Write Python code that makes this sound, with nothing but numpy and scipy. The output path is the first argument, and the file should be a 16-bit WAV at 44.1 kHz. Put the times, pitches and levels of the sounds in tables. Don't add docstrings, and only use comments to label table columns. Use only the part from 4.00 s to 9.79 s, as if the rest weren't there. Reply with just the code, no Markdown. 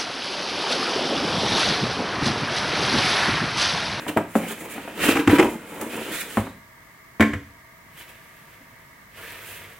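import sys
import numpy as np
from scipy import signal
from scipy.fft import rfft, irfft
from scipy.io import wavfile

SR = 44100
rng = np.random.default_rng(int(sys.argv[2]) if len(sys.argv) > 2 else 0)


def transcribe(u):
    v = np.clip(np.atleast_2d(u).T, -1, 1)
    q = np.round(v * 32767).astype(np.int16)
    wavfile.write(sys.argv[1], SR, q)


N = 255339
RING_TIME = np.arange(SR // 2) / SR

# pitch_hz, level_db, decay_s
TABLE_MODES = [(51, -14.5, 0.19), (70.4, -5, 0.123), (87, -5, 0.16), (104.6, -5, .15), (123, -3, 0.091)]
# pitch_hz, width_hz, level_db
WALL_MODES = [(679, 12, 17.5), (823.5, 16, 28.5), (1105, 9.4, 1), (1617, 71, -6), (1587, 52, 0),
              (1955, 41.6, -1.5), (2150, 16, -7.5), (2820, 51, -15.5)]


def from_db(db):
    return 10 ** (np.asarray(db) / 20)


def unit_power(x):
    return x / np.sqrt(np.mean(x ** 2) + 1e-20)


def unit_attack(x):
    return x / np.sqrt(np.mean(x[:SR // 40] ** 2) + 1e-20)


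def at_hz(points, hz):
    pitches, values = np.transpose(points)
    return np.interp(np.log(np.maximum(hz, 1)), np.log(pitches), values)


def colour(x, spectrum, size=4096):
    gains = from_db(at_hz(spectrum, np.fft.rfftfreq(size, 1 / SR)))
    cepstrum = irfft(np.log(gains))
    cepstrum[1:size // 2] *= 2
    cepstrum[size // 2 + 1:] = 0
    response = irfft(np.exp(rfft(cepstrum)))[:size // 2]
    return signal.oaconvolve(x, response)[:len(x)]


def drift(turns_per_s):
    position = np.arange(N) / SR * turns_per_s
    return np.interp(position, np.arange(N // 20), rng.standard_normal(N // 20))


def resonate(x, modes):
    out = 0
    for k, (hz, width_hz, db) in enumerate(modes):
        r = np.exp(-np.pi * width_hz / SR)
        feed = [(1 - r * r) / 2, 0, (r * r - 1) / 2]
        feedback = [1, -2 * r * np.cos(2 * np.pi * hz / SR), r * r]
        out = out + (-1) ** k * from_db(db) * signal.lfilter(feed, feedback, x)
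    return out


def moving_resonance(x, hz, width_hz):
    turn = np.exp(2j * np.pi * np.cumsum(hz) / SR)
    return (turn * signal.lfilter([1], [1, -np.exp(-np.pi * width_hz / SR)], x / turn)).real


def dying_noise(decay_s):
    return rng.standard_normal(len(RING_TIME)) * from_db(-60 * RING_TIME / decay_s)


def ring(modes, scatter_db, detune):
    hz, db, decay_s = np.transpose(modes)[:, :, None]
    pitch_luck, level_luck = rng.standard_normal((2, len(modes), 1))
    sign = (-1) ** np.arange(len(modes))[:, None]
    waves = sign * np.sin(2 * np.pi * hz * (1 + detune * pitch_luck) * RING_TIME)
    fades = from_db(db + scatter_db * level_luck - 60 * RING_TIME / decay_s)
    return unit_attack(np.sum(waves * fades, 0))


def widen(mid, side, width):
    side = colour(side, width)
    return np.array([mid + side, mid - side])


def fan(air_db, whirr_db):
    # pitch_hz, level_db
    air_colour = [(25, -6.5), (55, -3.5), (150, -0.5), (260, -7.5), (520, -13.5), (800, -15), (1400, -17),
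                  (2150, -19), (2500, -19), (4000, -24.5), (11000, -26.5), (15500, -23)]
    # pitch_hz, width_hz, level_db
    duct_modes = [(654, 18.8, 2), (933, 30.5, 1.5), (1184, 91.4, 0), (1635, 100, 0.5), (1910, 354, -1.1),
                  (2200, 156, 0.3)]
    air, whirr = rng.standard_normal((2, N))
    air = from_db(air_db) * unit_power(colour(air, air_colour))
    return air + from_db(whirr_db) * unit_power(resonate(whirr, duct_modes))


def workshop(x, echo_db, build_s):
    # pitch_hz, decay_s
    room_decay = [(100, 0.39), (500, 0.3), (1500, 0.32), (4000, 0.53), (12000, 0.37)]
    tail, edges_hz = 0, np.geomspace(50, 17000, num=8)
    for low, high in zip(edges_hz, edges_hz[1:]):
        band = signal.butter(2, [low, high], "band", fs=SR, output="sos")
        tail = tail + signal.sosfilt(band, dying_noise(at_hz(room_decay, np.sqrt(low * high))))
    tail = tail * (1 - np.exp(-(RING_TIME / build_s) ** 2))
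    return x + from_db(echo_db) * signal.oaconvolve(x, tail / np.linalg.norm(tail))[:N]


def table_thumps():
    # start_s, level_db
    thumps = [(1.267, -23.5), (1.309, -36), (2.371, -30.5), (3.197, -45), (3.333, -30)]
    out = np.zeros((2, N + SR))
    for start_s, db in thumps:
        thump = from_db(db) * ring(TABLE_MODES, scatter_db=3.5, detune=.02)
        out[0, round(start_s * SR):][:len(thump)] += thump
    return out[:, :N]


def friction(slips_per_s, smooth, judder_db):
    slips = unit_power(rng.choice([-1, 1], N) * (rng.random(N) < slips_per_s / SR))
    return (slips + smooth * rng.standard_normal(N)) * from_db(judder_db * drift(90))


def strokes(rows):
    t, rubs = np.arange(N) / SR, []
    for start_s, length_s, db, drone_db, hiss_db, edge_hz in rows:
        swell_s, fade_s = 0.0023 + 0.74 * length_s, 0.024 + 0.21 * length_s
        early = np.maximum(start_s - t, 0) / swell_s
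        late = np.maximum(t - start_s - length_s, 0) / fade_s
        rubs.append((db - 20 * (early + late), drone_db, hiss_db, edge_hz))
    return rubs


def slide(effort, level_db, drone_db, hiss_db, edge_hz, rise_hz_per_s):
    t = np.arange(N) / SR
    times_s, db = np.transpose(effort)
    db = np.interp(t, times_s, db, left=-np.inf, right=-np.inf)
    return level_db + db, drone_db, hiss_db, edge_hz + rise_hz_per_s * (t - times_s[0])


def add_rubs(rubs):
    drone, rasp, hiss, pitch = 0, 0, 0, 0
    for db, drone_db, hiss_db, edge_hz in rubs:
        power = from_db(np.maximum(db, -200)) ** 2
        drone += power * from_db(drone_db) ** 2
        rasp += power
        hiss += power * from_db(hiss_db) ** 2
        pitch += power * edge_hz
    return np.sqrt(drone), np.sqrt(rasp), np.sqrt(hiss), pitch / rasp


def scraping(rubs, drone_colour, face_modes, drone_db, panel_db, rasp_db, face_db, pinch_db,
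             hiss_db, fibre_db, bright_db):
    # pitch_hz, width_hz, level_db
    panel_modes = [(231, 23, 10.5), (303.7, 55, 11.5), (298, 31, -2), (352, 18, 2.5), (430, 122, -0.5),
                   (540, 15, -3.5), (829, 40, 3.5), (860, 510, -4)]
    # pitch_hz, level_db
    rasp_colour = [(400, -9.5), (900, -13.5), (1350, -1.5), (1800, -1), (2600, -2.5), (3300, -7),
                   (4300, -16), (7000, -23.5)]
    # pitch_hz, level_db
    hiss_colour = [(2500, 7.5), (5000, -4.5), (7000, 3.5), (8000, 6.5), (9000, 8), (10000, 5), (11000, 4),
                   (12500, 6), (15500, 3.5)]
    # pitch_hz, width_hz, level_db
    fibre_modes = [(7300, 980, 1), (7450, 170, -26), (8530, 150, -6), (9300, 530, 14.5), (10900, 400, 1),
                   (13300, 1500, 0)]
    drone, rasp, hiss, edge_hz = add_rubs(rubs)
    build_s, jerk_db, jerks_per_s = 0.012, 3, 55
    lag = np.exp(-1 / (build_s * SR))
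    drone = signal.lfilter([1 - lag], [1, -lag], drone)
    drone *= from_db(jerk_db * drift(jerks_per_s))
    pinch_hz = edge_hz * (1 + .025 * drift(30))
    hiss_colour = [(hz, db + bright_db * np.log2(hz)) for hz, db in hiss_colour]
    out = np.zeros((2, N))
    for part in out:
        coarse = friction(slips_per_s=700, smooth=0.98, judder_db=1.5)
        fine = friction(slips_per_s=1900, smooth=2.0, judder_db=2.5)
        panels = from_db(drone_db) * unit_power(colour(coarse, drone_colour))
        panels += from_db(panel_db) * unit_power(resonate(coarse, panel_modes))
        faces = from_db(rasp_db) * unit_power(colour(coarse, rasp_colour))
        faces += from_db(face_db) * unit_power(resonate(coarse, face_modes))
        edge = from_db(pinch_db) * unit_power(moving_resonance(coarse, pinch_hz, width_hz=200))
        fibres = from_db(hiss_db) * unit_power(colour(fine, hiss_colour))
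        fibres += from_db(fibre_db) * unit_power(resonate(fine, fibre_modes))
        part += drone * panels + rasp * (faces + edge) + hiss * fibres
    return out


def knocks(rows, modes, clack_colour, wall_modes, body_db, boom_db, boom_decay_s, thump_db,
           clack_db, wall_db, crackle_db, contact_decay_s, snap, give_s):
    # pitch_hz, level_db
    crackle_colour = [(1500, -45.5), (3300, -17.5), (5000, 4), (7500, 11.5), (11000, -2.5), (16000, -10.5)]
    out = np.zeros((2, N + SR))
    give = 1 - np.exp(-RING_TIME / give_s)
    for start_s, low_db, high_db, boom_hz in rows:
        start = round(start_s * SR)
        span = slice(start, start + len(RING_TIME))
        body = from_db(body_db) * ring(modes, scatter_db=4.5, detune=0.0048)
        boom = from_db(boom_db) * ring([(boom_hz, 0, boom_decay_s)], scatter_db=0, detune=0)
        thump = from_db(thump_db) * ring(TABLE_MODES, scatter_db=6.5, detune=0.015)
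        out[0, span] += from_db(low_db) * (body + (boom + thump) * give)
        for part in out:
            contact = dying_noise(contact_decay_s) * give
            contact[0] += snap
            clack = from_db(clack_db) * unit_attack(colour(contact, clack_colour))
            walls = from_db(wall_db) * unit_attack(resonate(contact, wall_modes))
            crackle = from_db(crackle_db) * unit_attack(colour(contact, crackle_colour))
            part[span] += from_db(high_db) * (clack + walls + crackle)
    return out[:, :N]


def empty_box_slide():
    # time_s, level_db
    effort = [(3.9, -59), (3.988, -50.5), (4.372, -54.5), (4.552, -51.5), (4.584, -58.5), (5.1, -63.5),
              (5.178, -40), (5.594, -42), (5.79, -50)]
    # start_s, length_s, rasp_db, drone_above_rasp_db, hiss_above_rasp_db, edge_hz
    brushes = [(3.975, 0.051, -43, -26, -7.5, 3000), (4.09, 0.016, -45, -11, -10, 2850),
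               (5.25, 0.088, -43, -6, -10, 1730), (5.465, 0.11, -43, -23, -3, 3400)]
    # pitch_hz, level_db
    drone_colour = [(30, 8), (70, 3), (108, 15), (160, -49), (280, 4), (420, 3), (580, 4.5), (750, 4),
                    (950, -6.5), (1400, 14), (3000, -47.5)]
    # pitch_hz, width_hz, level_db
    face_modes = [(950, 71, 14.5), (1220, 39, 11.5), (1632, 17, -17.5), (1847, 33, 23), (2900, 40, -23.5),
                  (3476, 23, -8.5)]
    lifting = slide(effort, level_db=0, drone_db=-6.5, hiss_db=-10.5, edge_hz=1540, rise_hz_per_s=170)
    return scraping([lifting] + strokes(brushes), drone_colour, face_modes, drone_db=-1.5, panel_db=-16,
                    rasp_db=-4, face_db=-14.5, pinch_db=-14, hiss_db=2, fibre_db=-13, bright_db=3.5)


def box_slaps():
    # start_s, low_db, high_db, boom_hz
    slaps = [(0.066, -23, -36, 315), (0.164, -9, -51, 421), (0.173, -10.5, -18.5, 214),
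             (0.354, -6, -24, 280), (0.78, -28.5, -37, 290), (0.877, -26.5, -41, 300),
             (2.372, -9.5, -22.5, 264), (2.469, -26.5, -39, 239), (4.609, -42.5, -67, 234)]
    # pitch_hz, level_db, decay_s
    modes = [(173, -10, 0.46), (214, 2.5, 0.18), (270, 6.5, 0.11), (338, -10.5, 0.21), (395.3, 2, 0.1),
             (526, -5, 0.088), (572, -2, 0.16), (665, 6.5, 0.026), (790, -9, 0.1), (956, -30.5, 0.026),
             (1132, -11, 0.07)]
    # pitch_hz, level_db
    clack = [(30, -34), (150, -6.5), (300, -2), (800, 2.5), (1500, -2), (2100, -10), (3200, -21),
             (4500, -38.5), (8000, -35.5)]
    return knocks(slaps, modes, clack, WALL_MODES, body_db=-10.5, boom_db=-19, boom_decay_s=0.067,
                  thump_db=-35, clack_db=0, wall_db=-16, crackle_db=-30,
                  contact_decay_s=0.068, snap=13, give_s=0.0007)


def case_scrape():
    # time_s, level_db
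    before = [(0.0, -38.5), (0.066, -43), (0.192, -67), (0.434, -37.5), (0.61, -47), (0.762, -42),
              (1.0, -44)]
    after = [(1.45, -36), (1.524, -51.5), (1.774, -47.5), (1.934, -35.5), (2.068, -36), (2.322, -46),
             (2.466, -47), (2.62, -74)]
    # start_s, length_s, rasp_db, drone_above_rasp_db, hiss_above_rasp_db, edge_hz
    tugs = [(0.083, 0.011, -27.5, 2.5, -6, 2800), (0.17, 0.012, -31, 9, -27, 1520),
            (0.29, 0.037, -56.5, 1, 7, 2250), (0.358, 0.025, -38.5, 3, 3, 2470),
            (0.41, 0.049, -47, 8, 0, 2200), (0.484, 0.045, -35.5, -7, -2, 3160),
            (0.6, 0.061, -47.5, 8.5, 4, 1800), (0.7, 0.043, -43.5, -6, 1, 1810),
            (1.03, 0.087, -20.5, -0.5, -8.5, 2560), (1.165, 0.043, -30.5, -3, -14, 1578),
            (1.305, 0.062, -25.5, 1, -11.5, 1500), (1.41, 0.04, -31.5, 12.5, -10, 1400),
            (1.5, 0.045, -52.5, 14, 8.5, 1400), (1.7, 0.15, -42.5, 7.5, -5.5, 1190),
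            (1.813, 0.0026, -35.5, 8, 7, 1295), (2.13, 0.086, -31, -19, -2.5, 3450),
            (2.31, 0.091, -40, -12, -1, 2540)]
    # pitch_hz, level_db
    drone_colour = [(30, -48.5), (55, -9), (90, -5), (140, -5), (230, 4), (300, 13), (460, 4), (650, -1.5),
                    (900, -3), (1400, -19.5), (3000, -49)]
    # pitch_hz, width_hz, level_db
    face_modes = [(1880, 110, 12), (2240, 88, -9), (2210, 180, -3), (2592, 50, 17.5), (2790, 35, -18),
                  (3180, 120, 6.5), (3374, 60.6, -0.5)]
    easing = slide(before, level_db=1, drone_db=2, hiss_db=-10.5, edge_hz=1700, rise_hz_per_s=950)
    drawing = slide(after, level_db=0.5, drone_db=0, hiss_db=-8, edge_hz=1200, rise_hz_per_s=2500)
    rubs = [easing, drawing] + strokes(tugs)
    return scraping(rubs, drone_colour, face_modes, drone_db=-0.5, panel_db=-6, rasp_db=-3,
                    face_db=-16.5, pinch_db=-11, hiss_db=-0.5, fibre_db=-6, bright_db=0.5)


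def case_bumps():
    # start_s, low_db, high_db, boom_hz
    bumps = [(1.087, 0, -17, 275), (1.155, -5.5, -19.5, 283), (1.169, -19.5, -18, 276),
             (1.192, -5, -42, 296), (1.275, 4, -14, 281), (1.297, -0.5, -19.5, 265), (1.328, 3, -38, 291),
             (1.385, -7.5, -15, 304), (1.391, 0, -18.5, 315), (1.397, 4, -11.5, 355),
             (1.427, -10, -20, 378), (1.446, -20, -50, 360), (1.552, -21, -43, 201)]
    # pitch_hz, level_db, decay_s
    modes = [(211, -3.5, 0.12), (271, 0.5, 0.15), (330, 3.5, 0.2), (345, 3.5, 0.22), (456, 7.5, 0.065),
             (510, -15, 0.07), (754, -25.5, .15), (807, -42, 0.21), (977, -12.5, 0.42), (870, -27, 0.13)]
    # pitch_hz, level_db
    clack = [(30, -48.5), (150, -7.5), (300, 2), (600, -3.5), (1200, -1), (2500, -4), (3100, -11.5),
             (4300, -30), (8000, -37.5)]
    return knocks(bumps, modes, clack, WALL_MODES, body_db=-20.5, boom_db=-9.5, boom_decay_s=0.045,
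                  thump_db=-42.5, clack_db=-6, wall_db=-13, crackle_db=-25.5,
                  contact_decay_s=0.028, snap=2.1, give_s=0.004)


def case_landing():
    # start_s, low_db, high_db, boom_hz
    landings = [(3.197, 3.5, -29, 212.4), (3.206, -7.5, -13.5, 212), (3.223, -7, -18, 214),
                (3.334, -22.5, -27.5, 197)]
    # pitch_hz, level_db, decay_s
    modes = [(174, -14.5, 0.14), (216.4, 10.5, 0.25), (283.4, -8, 0.36), (333, -36, 0.1), (401, -1.5, 0.21),
             (494, 0, 0.23), (573, -37, 0.17), (680, -6, 0.093), (1070, -7, 0.2)]
    # pitch_hz, level_db
    clack = [(30, -38), (120, -40), (300, 6), (500, -1.5), (800, -8.5), (1400, -4), (1720, -0.5), (1950, 6),
             (2300, 1.5), (2600, -15), (3200, -16), (4200, -40), (8000, -35.5)]
    # pitch_hz, width_hz, level_db
    shell_modes = [(1015, 35, -12), (1575, 13, 8), (1690, 36, -28), (1864, 150, 13.5), (1904, 36, -4),
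                   (2010, 90, -4), (2330, 70, 3.5)]
    return knocks(landings, modes, clack, shell_modes, body_db=-15, boom_db=-23, boom_decay_s=0.14,
                  thump_db=-29, clack_db=-1.5, wall_db=-10, crackle_db=-30,
                  contact_decay_s=0.065, snap=3.2, give_s=0.00062)


def scene():
    # pitch_hz, side_minus_mid_db
    near_width = [(100, -26), (300, -25), (700, -14), (1300, -11.5), (2400, -11), (4400, -3), (8000, -3.5),
                  (15000, -3)]
    # pitch_hz, side_minus_mid_db
    far_width = [(60, -16), (110, -14), (380, -5), (700, -6), (1300, -2), (4400, 0)]
    # pitch_hz, left_minus_right_db
    balance = [(2300, 0), (4400, -4), (8000, -3.3), (15000, -4.6)]
    handling = box_slaps() + case_bumps() + case_landing()
    handling += case_scrape() + empty_box_slide() + table_thumps()
    near = [workshop(part, echo_db=-8.5, build_s=0.0089) for part in handling]
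    far = [fan(air_db=-54, whirr_db=-53.5) for _ in range(2)]
    left, right = widen(*near, near_width) + widen(*far, far_width)
    left = colour(left, [(hz, db / 2) for hz, db in balance])
    right = colour(right, [(hz, -db / 2) for hz, db in balance])
    return np.array([left, right])


def record(dry, rumble_hz=38, top_hz=16000):
    thin = signal.sosfilt(signal.butter(2, rumble_hz, "high", fs=SR, output="sos"), dry)
    rounded = thin / (1 + thin ** 8) ** (1 / 8)
    return signal.sosfilt(signal.ellip(12, .1, 90, top_hz, fs=SR, output="sos"), rounded)


dry = scene()
out = record(dry)
transcribe(out)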